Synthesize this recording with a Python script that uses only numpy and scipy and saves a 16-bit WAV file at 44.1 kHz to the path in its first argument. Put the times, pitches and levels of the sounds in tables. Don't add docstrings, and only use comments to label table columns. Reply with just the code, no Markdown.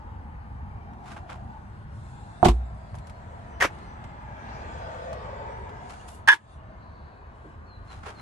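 import sys
import numpy as np
from scipy import signal
from scipy.io import wavfile
from scipy.ndimage import uniform_filter1d, minimum_filter1d

SR = 44100
rng = np.random.default_rng(int(sys.argv[2]) if len(sys.argv) > 2 else 0)


def store_wav(level_fs):
    pcm = np.round(np.clip(np.atleast_2d(level_fs), -1, 1) * 32767)
    wavfile.write(sys.argv[1], SR, pcm.T.astype(np.int16))


N = 362061
TIME = np.arange(N) / SR
RING_TIME = TIME[:SR // 2]


def amp(db):
    return 10 ** (np.asarray(db) / 20)


def unit(x):
    return x / np.sqrt(np.mean(x ** 2) + 1e-20)


def read(points, hz):
    point_hz, level_db = np.transpose(points)
    return np.interp(np.log(hz + 1), np.log(point_hz + 1), level_db)


def over_time(points):
    return np.interp(TIME, *np.transpose(points))


def panned(db):
    return amp(np.array([[db], [-db]]) / 2)


def add(mix, s, sound):
    part = mix[:, round(s * SR):][:, :sound.shape[1]]
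    part += sound[:, :part.shape[1]]


def dying(t60):
    return np.exp(-np.log(1000) * RING_TIME / t60)


def burst(t60, rise_s):
    return dying(t60) * (1 - np.exp(-RING_TIME / rise_s))


def grit(envelope, colour, tilt_db=0, same=.4, grain_db=-5.5):
    size = len(envelope)
    common, left, right = rng.standard_normal((3, size))
    same = np.clip(same, 0, 1)
    spray = np.sqrt(same) * common + np.sqrt(1 - same) * np.array([left, right])
    grain_size = amp(grain_db * np.minimum(rng.exponential(1, size), 4))
    spray = unit(spray * grain_size) * envelope

    hz = abs(np.fft.fftfreq(2048, 1 / SR))
    tilt = tilt_db * np.log2((hz + 100) / 2000)
    gain = unit(amp(read(colour, hz) + tilt))
    spectrum = np.exp(np.conj(signal.hilbert(np.log(gain))))
    body = np.fft.ifft(spectrum).real
    return signal.fftconvolve(spray, body[None, :1024], axes=1)[:, :size]


def ring(modes, lag_s, rise_s):
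    t = np.maximum(RING_TIME - np.array([[lag_s], [0]]), 0)
    total = 0
    for hz, db, t60, pan in modes:
        total = total + amp(db) * panned(pan) * dying(t60) * np.sin(2 * np.pi * hz * t)
    return (1 - np.exp(-t / rise_s)) * total


def wash(colour_db, same, lead_s, patchy_db, streaky_db=0):
    frames, hz = N // 512 + 5, np.fft.rfftfreq(2048, 1 / SR)[:, None]
    a, b, c, d, patches, streaks = rng.standard_normal((frames, len(hz), 6)).T
    patches = uniform_filter1d(patches, size=14, axis=0)
    patches = unit(uniform_filter1d(patches, size=7, axis=1))
    streaks = uniform_filter1d(streaks, size=4, axis=0)
    streaks = unit(uniform_filter1d(streaks, size=45, axis=1))

    same = np.clip(same, -1, 1)
    left = a + 1j * b
    right = same * left + np.sqrt(1 - same ** 2) * (c + 1j * d)
    right = right * np.exp(-2j * np.pi * hz * lead_s)
    frame_s = np.arange(frames) * 512 / SR
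    level_db = colour_db(hz, frame_s) + patchy_db * patches + streaky_db * streaks
    spectra = np.array([left, right]) * amp(level_db)
    return unit(signal.istft(spectra, nperseg=2048, noverlap=1536)[1][:, :N])


def echoes(x, t60):
    colour = [(100, 5.5), (800, -3.0), (3000, -10), (12000, -11.5)]  # frequency_hz, relative_level_db
    scatter = grit(burst(t60, rise_s=.01), colour, same=0.23)
    return signal.fftconvolve(x, scatter / np.linalg.norm(scatter[0]), axes=1)[:, :N]


# [frequency_hz, relative_level_db]
FAR_ROAR_COLOUR = [(150, -18), (300, -0.5), (500, -5.5), (700, -1.5), (950, 1), (1250, -4.5), (1800, -13),
                   (3000, -36.5), (6000, -71)]
# [time_s, centre_hz, lift_db]
HOLLOW_BAND = [(0, 865, 6), (.8, 820, 10.5), (1.3, 715, 12), (1.55, 840, 14), (1.85, 765, -3.5),
               (2.2, 780, 9), (2.9, 664, 8.5), (3.55, 664, 11.5), (3.9, 694, 6.5), (4.3, 904, 14),
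               (4.8, 950, -2.5), (5.8, 940, 7.5), (6.5, 950, -1.5)]
HOLLOW_WIDTH_HZ = 100


def far_roar(hz, t):
    s, centre_hz, lift_db = np.transpose(HOLLOW_BAND)
    offset = (hz - np.interp(t, s, centre_hz)) / HOLLOW_WIDTH_HZ
    return read(FAR_ROAR_COLOUR, hz) + np.interp(t, s, lift_db) * np.exp(-offset ** 2)


# [time_s, level_db]
ENGINE_LEVEL = [(0, -42), (.6, -40), (1.8, -42), (4.1, -41), (5.5, -42.5), (6.3, -47), (8.21, -45)]
# [frequency_hz, relative_level_db]
RUMBLE_COLOUR = [(15, -31.5), (30, -26), (45, -7.5), (60, 5), (75, 0), (95, 1.5), (125, -4.5), (165, -10),
                 (215, -8.5), (290, -21.5), (400, -31), (800, -60.5)]
# [frequency_hz, relative_level_db]
TYRE_COLOUR = [(600, -9), (1100, 1), (1600, 3), (2300, -5.5), (3200, -14), (4500, -19), (7000, -30),
               (12000, -68)]
FAR_ROAR_DB, FAR_HISS_DB = -50.5, -60


def traffic():
    rumble = wash(lambda hz, t: read(RUMBLE_COLOUR, hz),
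                  same=0.99, lead_s=0.00061, patchy_db=1.28, streaky_db=0.77)
    roar = wash(far_roar, same=0.32, lead_s=0.00029, patchy_db=0.3, streaky_db=2.0)
    hiss = wash(lambda hz, t: read(TYRE_COLOUR, hz),
                same=0.69, lead_s=0.00028, patchy_db=2.0, streaky_db=3.5)
    road = amp(FAR_ROAR_DB) * roar + amp(FAR_HISS_DB) * hiss
    return amp(over_time(ENGINE_LEVEL)) * rumble + panned(2.1) * road


CLOSEST_S, SPEED_M_PER_S, DISTANCE_M = 4.965, 15, 10.3


def nearness(t):
    return DISTANCE_M / np.hypot(DISTANCE_M, SPEED_M_PER_S * (t - CLOSEST_S))


NOTCH_FAR_S, NOTCH_NEAR_S, NOTCH_DEPTH_DB = 0.00252, .00291, 2.5
NOTCH_BOTTOM_HZ, NOTCH_TOP_HZ = 750, 2300
SWEEP_START_S, SWEEP_ONSET_S, SWEEP_DELAY_S, SWEEP_S_PER_S = 4.67, .2, 0.0012, .00103
SWEEP_LIFT_DB, SWEEP_DEPTH_DB, SWEEP_TOP_HZ = 2, 5, 1050


def reflections(hz, t):
    notch_s = NOTCH_FAR_S + (NOTCH_NEAR_S - NOTCH_FAR_S) * nearness(t) ** 2
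    notches_db = -NOTCH_DEPTH_DB * np.cos(2 * np.pi * hz * notch_s)
    notches_db = notches_db * np.tanh((hz / NOTCH_BOTTOM_HZ) ** 2) ** 2
    notches_db = notches_db / (1 + (hz / NOTCH_TOP_HZ) ** 2)

    leaving_s = np.maximum(t - SWEEP_START_S, 0)
    delay_s = SWEEP_DELAY_S + SWEEP_S_PER_S * leaving_s
    sweep_db = SWEEP_LIFT_DB + SWEEP_DEPTH_DB * np.cos(2 * np.pi * hz * delay_s)
    sweep_db = sweep_db * np.tanh(leaving_s / SWEEP_ONSET_S) / (1 + (hz / SWEEP_TOP_HZ) ** 2)
    return sweep_db + notches_db


# [time_s, gain_db]
SCREEN_GAIN = [(2.9, -4), (3.7, -1), (4.25, -3), (4.5, 1), (5.2, -0.5), (5.8, -1.5), (6.4, -8)]
HISS_SCREENING, FIZZ_SCREENING = 1.3, 1.8
# [frequency_hz, relative_level_db]
CAR_ROAR_COLOUR = [(150, -17), (300, -9), (450, -2), (650, 1), (950, 1), (1250, -7), (1800, -12.5),
                   (3000, -35), (6000, -62.5)]
CAR_HISS_COLOUR = [(600, -14), (1100, -2.5), (1600, 3.5), (2300, -4.5), (3200, -11), (4500, -21),
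                   (7000, -32.5), (12000, -57.5)]
CAR_FIZZ_COLOUR = [(1500, -20), (3500, 5), (5200, 1), (6500, 1), (8500, -5), (10500, -19.5), (12500, -25),
                   (13500, -40)]
CAR_ROAR_DB, CAR_HISS_DB, CAR_FIZZ_DB = -39.5, -47.5, -62.5


def passing_car():
    screen_db = over_time(SCREEN_GAIN)
    roar = wash(lambda hz, t: read(CAR_ROAR_COLOUR, hz) + reflections(hz, t),
                same=0.64, lead_s=0.00039, patchy_db=1.55, streaky_db=3.33)
    hiss = wash(lambda hz, t: read(CAR_HISS_COLOUR, hz) + reflections(hz, t),
                same=0.33, lead_s=0.00037, patchy_db=1.1, streaky_db=3.2)
    fizz = wash(lambda hz, t: read(CAR_FIZZ_COLOUR, hz),
                same=0.23, lead_s=0.00012, patchy_db=4.8, streaky_db=-0.5)
    car = amp(CAR_ROAR_DB + screen_db) * roar
    car = car + amp(CAR_HISS_DB + HISS_SCREENING * screen_db) * hiss
    car = car + amp(CAR_FIZZ_DB + FIZZ_SCREENING * screen_db) * fizz
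    return nearness(TIME) * panned(1.2) * car


# [start_s, length_s, level_db]
RUSTLE_EVENTS = [(1.0, 0.85, -81), (1.932, 0.63, -67), (2.5, 1.03, -74.5), (3.687, 0.2, -71),
                 (5.82, 0.37, -64), (6.374, 0.19, -67.5), (7.353, 0.2, -78.5), (7.862, 0.42, -74.5)]
# [frequency_hz, relative_level_db]
RUSTLE_COLOUR = [(1500, -22), (3500, 6), (6000, -0.5), (9000, 3), (10500, -17), (12000, -19.5),
                 (13000, -35.5)]
RUSTLE_EDGE_S, AIR_DB = 0.03, -82


def clothes():
    level = amp(AIR_DB)
    for s, length, db in RUSTLE_EVENTS:
        swell = np.tanh((TIME - s) / RUSTLE_EDGE_S)
        fade = np.tanh((TIME - s - length) / RUSTLE_EDGE_S)
        level = level + amp(db) * (swell - fade) / 2
    noise = wash(lambda hz, t: read(RUSTLE_COLOUR, hz),
                 same=0.22, lead_s=.0003, patchy_db=3.5, streaky_db=3.0)
    return level * panned(0.69) * noise


# [peak_s, level_db, rise_s, fall_s, brightness_db_per_octave]
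SCUFF_EVENTS = [(1.084, -47, 0.028, 0.05, 1.5), (1.12, -41, 0.0086, 0.017, 1.5),
                (1.167, -39, 0.003, 0.017, -1.5), (1.3, -39, .009, 0.038, -1),
                (1.331, -43.5, 0.011, 0.0064, -0.5), (5.903, -44, 0.0084, 0.035, 2),
                (6.011, -55, 0.011, 0.013, 2), (6.086, -46.5, 0.005, 0.016, 9.5),
                (6.145, -56.5, 0.033, 0.027, 14.5), (7.923, -46, 0.03, 0.058, 0.5),
                (8.034, -37.5, .0015, 0.0087, -1.5), (8.066, -35.5, 0.013, 0.032, -0.5),
                (8.096, -39, 0.012, 0.012, 1), (8.2, -48.5, 0.043, .03, -0.5)]
# [start_s, level_db, brightness_db_per_octave]
TICK_EVENTS = [(0.934, -49.5, -1.5), (1.0825, -48, 1), (2.9434, -36, -5.5), (2.952, -51, 9),
               (2.9855, -49, 4), (3.07, -49.5, 7), (3.0968, -47, 3.5), (3.786, -52, 2), (4.041, -44.5, 1.5),
               (5.129, -37, 1), (5.6926, -44, -0.5), (5.896, -45, 3), (5.937, -44, 1), (6.085, -42.5, 0),
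               (7.4451, -54.5, -7.5)]
# [frequency_hz, relative_level_db]
SCUFF_COLOUR = [(150, -15), (400, -9), (850, 6), (1350, 3), (1900, -4), (2600, -6.5), (4000, -14),
                (7000, -19), (11000, -26), (13000, -47)]


def shoes():
    out = np.zeros((2, N))
    for s, db, rise, fall, tilt_db in SCUFF_EVENTS:
        t = RING_TIME - 4 * rise
        clumps = unit(uniform_filter1d(rng.standard_normal(len(t)), size=130))
        grip = unit(amp(3 * np.tanh(clumps)))
        stroke = np.exp(np.minimum(t / rise, -t / fall))
        add(out, s + t[0], amp(db) * grit(grip * stroke, SCUFF_COLOUR, tilt_db, same=0.21, grain_db=6))
    for s, db, tilt_db in TICK_EVENTS:
        add(out, s, amp(db) * grit(dying(0.055), SCUFF_COLOUR, tilt_db, same=0.13))
    return out


# [start_s, level_db]
TRIM_BLOWS = [(1.118, -40), (1.165, -41), (1.293, -39.5), (1.319, -39), (8.034, -46.5), (8.055, -46),
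              (8.098, -44)]
# [pitch_hz, relative_level_db, t60_s, left_over_right_db]
TRIM_RESONANCES = [(1096, -5, 0.035, 0), (1365, -0.5, 0.054, 2), (1590, -1.5, .05, 1),
                   (2130, -9.5, 0.035, 1), (2380, -9, 0.038, 0), (3280, -12.5, 0.029, 1)]


def trim():
    out = np.zeros((2, N))
    for s, db in TRIM_BLOWS:
        add(out, s, amp(db) * ring(TRIM_RESONANCES, lag_s=.00005, rise_s=.0006))
    return out


# [start_s, pitch_hz, level_db, time_to_peak_s]
CABIN_THUMP = (2.4692, 57.5, -11, .033)
# [start_s, pitch_hz, level_db, t60_s, rise_s]
CABIN_BOOM = (2.5098, 61.3, -17.5, .75, .025)


def cabin_air():
    s, hz, db, peak_s = CABIN_THUMP
    t = np.maximum(TIME - s, 0)
    swell = (t / peak_s * np.exp(1 - t / peak_s)) ** 4
    thump = amp(db) * swell * np.sin(2 * np.pi * hz * t)

    s, hz, db, t60, rise = CABIN_BOOM
    t = np.maximum(TIME - s, 0)
    envelope = np.exp(-np.log(1000) * t / t60) * (1 - np.exp(-(t / rise) ** 2))
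    return thump + amp(db) * envelope * np.sin(2 * np.pi * hz * t)


# [start_s, panel_ring_db, extra_bass_db, latch_rattle_db, rattle_t60_s]
CLOSING_BLOWS = [(2.4288, 0.5, -8.5, -34, 0.047), (2.4332, -7, -29, -32, 0.11),
                 (2.4464, -12, -10, -17.5, 0.086), (2.4500, -10.5, -10, -17.5, 0.091),
                 (2.4548, -1, -16, -17.5, 0.11), (2.4600, -13.5, 13, -26, 0.11),
                 (2.484, -12, 5, -18, 0.086)]
# [pitch_hz, relative_level_db, t60_s, left_over_right_db]
PANEL_MODES = [(113, -5, 0.062, 0.5), (186, 0.5, 0.036, -0.5), (235.5, -15, 0.25, -5.5),
               (350.4, -7, 0.15, 3.5), (437, -22, 0.32, 3), (596, -46, 0.028, 9), (729, 1.5, 0.037, -11),
               (777, -20, 0.16, -1), (882, -13.5, 0.063, -14), (962, -10, 0.033, -14.5),
               (1184, -18, 0.039, -6), (1427, -31, 0.091, -2)]
# [frequency_hz, relative_level_db]
LATCH_COLOUR = [(150, -28), (500, -2), (1000, 8.5), (1500, -7), (2200, -5.5), (3500, -7), (5000, -14.5),
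                (8000, -16), (10500, -24.5), (12500, -24), (15000, -53)]
SEATED_S, SEAL_DAMPING_S, SEATED_T60_S = 2.477, 0.0067, .4


def door():
    out = np.zeros((2, N))
    for s, ring_db, bass_db, rattle_db, t60 in CLOSING_BLOWS:
        modes = []
        for hz, db, decay, pan in PANEL_MODES:
            modes.append((hz, db + bass_db / (1 + (hz / 450) ** 4), decay, pan))
        if s < SEATED_S:
            seal = np.exp(-np.maximum(s + RING_TIME - SEATED_S, 0) / SEAL_DAMPING_S)
        else:
            seal = dying(SEATED_T60_S)
        add(out, s, amp(ring_db) * seal * ring(modes, lag_s=.00006, rise_s=0.0014))
        rattle = grit(burst(t60, rise_s=0.00023), LATCH_COLOUR, same=0.15, grain_db=4.5)
        add(out, s, amp(rattle_db) * panned(-0.69) * rattle)
    return out + cabin_air()


# [start_s, level_db, centre_hz]
HEEL_FALLS = [(2.945, -29, 69.4), (7.445, -38.5, 296), (8.06, -38, 414)]
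FOOTFALL_T60_S, FOOTFALL_SLOPE_DB = 0.15, -20


def footfalls():
    out = np.zeros((2, N))
    skirt_db = 2 * FOOTFALL_SLOPE_DB
    for s, db, hz in HEEL_FALLS:
        colour = [(hz / 4, skirt_db), (hz, 0), (hz * 4, skirt_db), (SR / 2, -80)]
        add(out, s, amp(db) * grit(burst(FOOTFALL_T60_S, rise_s=0.0089), colour, same=1.0))
    return out


# [start_s, length_s, start_pitch_hz, end_pitch_hz, bend, level_db]
BIRD_CALLS = [(3.11, 0.091, 4300, 4220, 1, -70), (3.48, 0.14, 6100, 5900, 0.86, -70),
              (3.855, .082, 6050, 5950, 1, -69), (5.993, 0.026, 2700, 2960, 0.8, -55),
              (6.12, 0.038, 2840, 2850, 1, -60), (6.597, 0.02, 2820, 2920, 0.88, -66.5),
              (7.657, .14, 4520, 3930, 0.6, -58.5), (7.874, 0.072, 4230, 3880, 1.4, -55),
              (8.14, 0.15, 4580, 3830, 0.46, -54)]
# [time_s, level_db]
TRILL_LEVEL = [(6.62, -104.5), (6.83, -73), (7.05, -72), (7.3, -80), (7.6, -97)]


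def birds():
    out = np.zeros((2, N))
    for s, length, start_hz, end_hz, bend, db in BIRD_CALLS:
        u = np.linspace(0, 1, int(length * SR))
        waver = unit(uniform_filter1d(rng.standard_normal(SR // 2), size=300))[:len(u)]
        hz = (start_hz + (end_hz - start_hz) * u ** bend) * (1 + 0.0033 * waver)
        whistle = np.sin(np.pi * u) * np.sin(2 * np.pi * np.cumsum(hz) / SR)
        add(out, s, amp(db) * panned(1) * whistle)
    buzz = wash(lambda hz, t: -np.minimum(((hz - 4200) / 300) ** 4, 60),
                same=.6, lead_s=0, patchy_db=1.5)
    return out + amp(-4) * echoes(out, t60=.4) + amp(over_time(TRILL_LEVEL)) * buzz


# [start_s, ring_level_db, pitch_hz, grit_level_db]
CLATTER_BLOWS = [(3.601, -42, 1890, -28), (3.6064, -16.5, 2070, -20), (3.6121, -10.5, 1900, -24),
                 (3.62, -11, 1580, -16), (3.625, -10, 1874, -18.5), (3.632, -25, 2170, -23),
                 (3.6382, -17, 1130, -19), (3.643, -14.5, 1010, -22.5), (3.648, -17, 557, -23),
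                 (3.6511, -20, 308, -30), (3.6558, -16, 1300, -48)]
# [frequency_hz, relative_level_db]
CLATTER_COLOUR = [(120, -36), (300, -6), (550, 3), (1000, 3.5), (1600, 4), (2200, 2.5), (3000, -5),
                  (4200, -14.5), (6000, -12), (8500, -21), (11500, -22.5), (13000, -27)]


def clatter():
    out = np.zeros((2, N))
    for s, db, hz, grit_db in CLATTER_BLOWS:
        add(out, s, ring([(hz, db, .026, 1)], lag_s=.0001, rise_s=0.00047))
        noise = grit(burst(0.085, rise_s=0.0014), CLATTER_COLOUR, same=0.36, grain_db=3.0)
        add(out, s, amp(grit_db) * panned(0.91) * noise)
    return out


# [start_s, ring_level_db, grit_level_db]
BOUNCES = [(6.2746, -17.5, -19), (6.2795, -5.5, -28), (6.285, -3, -10.5), (6.2895, 11.5, -7),
           (6.2987, 9, -15), (6.315, 1, -10.5), (6.3264, 2.5, -15), (6.3370, -10.5, -16)]
# [pitch_hz, relative_level_db, t60_s, left_over_right_db]
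PART_MODES = [(960, -17.5, 0.022, -8.5), (1020, -19, 0.079, 18), (1550, -14.5, .06, -9),
              (1675, 2.5, 0.08, -3.5), (1768, -8, 0.082, 4), (2080, -17.5, 0.11, -2), (2475, -19, .07, 4),
              (3020, -17.5, 0.14, 1), (3460, -19, 0.11, 9), (4700, -40, 0.1, 4.5), (5270, -28, .09, 3.5),
              (6110, -30, .09, 0.5)]
# [frequency_hz, relative_level_db]
CLACK_COLOUR = [(120, -46.5), (330, -6), (650, -22), (900, 6.5), (1300, -4.5), (1800, -1), (2400, -6),
                (3400, -9), (4300, -15), (6500, -20), (9000, -21.5), (11500, -26), (13000, -40.5),
                (15500, -50.5)]


def clack():
    out = np.zeros((2, N))
    starts = [row[0] for row in BOUNCES]
    free_s = np.diff(starts, append=starts[-1] + 0.008)
    for (s, ring_db, grit_db), free in zip(BOUNCES, free_s):
        damping = np.exp(-np.maximum(RING_TIME - free + .001, 0) / 0.0008)
        add(out, s, amp(ring_db) * damping * ring(PART_MODES, lag_s=0.00013, rise_s=0.0017))
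        noise = grit(burst(0.081, rise_s=0.00054), CLACK_COLOUR, same=0.32, grain_db=0.5)
        add(out, s, amp(grit_db) * panned(1.8) * noise)
    return out


def scene():
    near = shoes() + trim() + door() + footfalls() + clatter() + clack()
    lot = traffic() + passing_car() + clothes() + birds()
    return near + amp(-28.5) * echoes(near, t60=0.14) + lot


CEILING_DB, RECOVERY_DB_PER_S, EDGE_HZ = -0.26, 44.5, 12450


def record(dry):
    over_db = np.maximum(20 * np.log10(abs(dry).max(0) + 1e-9) - CEILING_DB, 0)
    recovery_db = RECOVERY_DB_PER_S * TIME
    gain_db = recovery_db - np.maximum.accumulate(over_db + recovery_db)
    smooth_db = uniform_filter1d(minimum_filter1d(gain_db, size=41), size=41)
    limited = dry * amp(smooth_db)
    low_pass = signal.firwin(161, EDGE_HZ, window=("kaiser", 6), fs=SR)
    return signal.oaconvolve(limited, low_pass[None], "same")


dry = scene()
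out = record(dry)
store_wav(out)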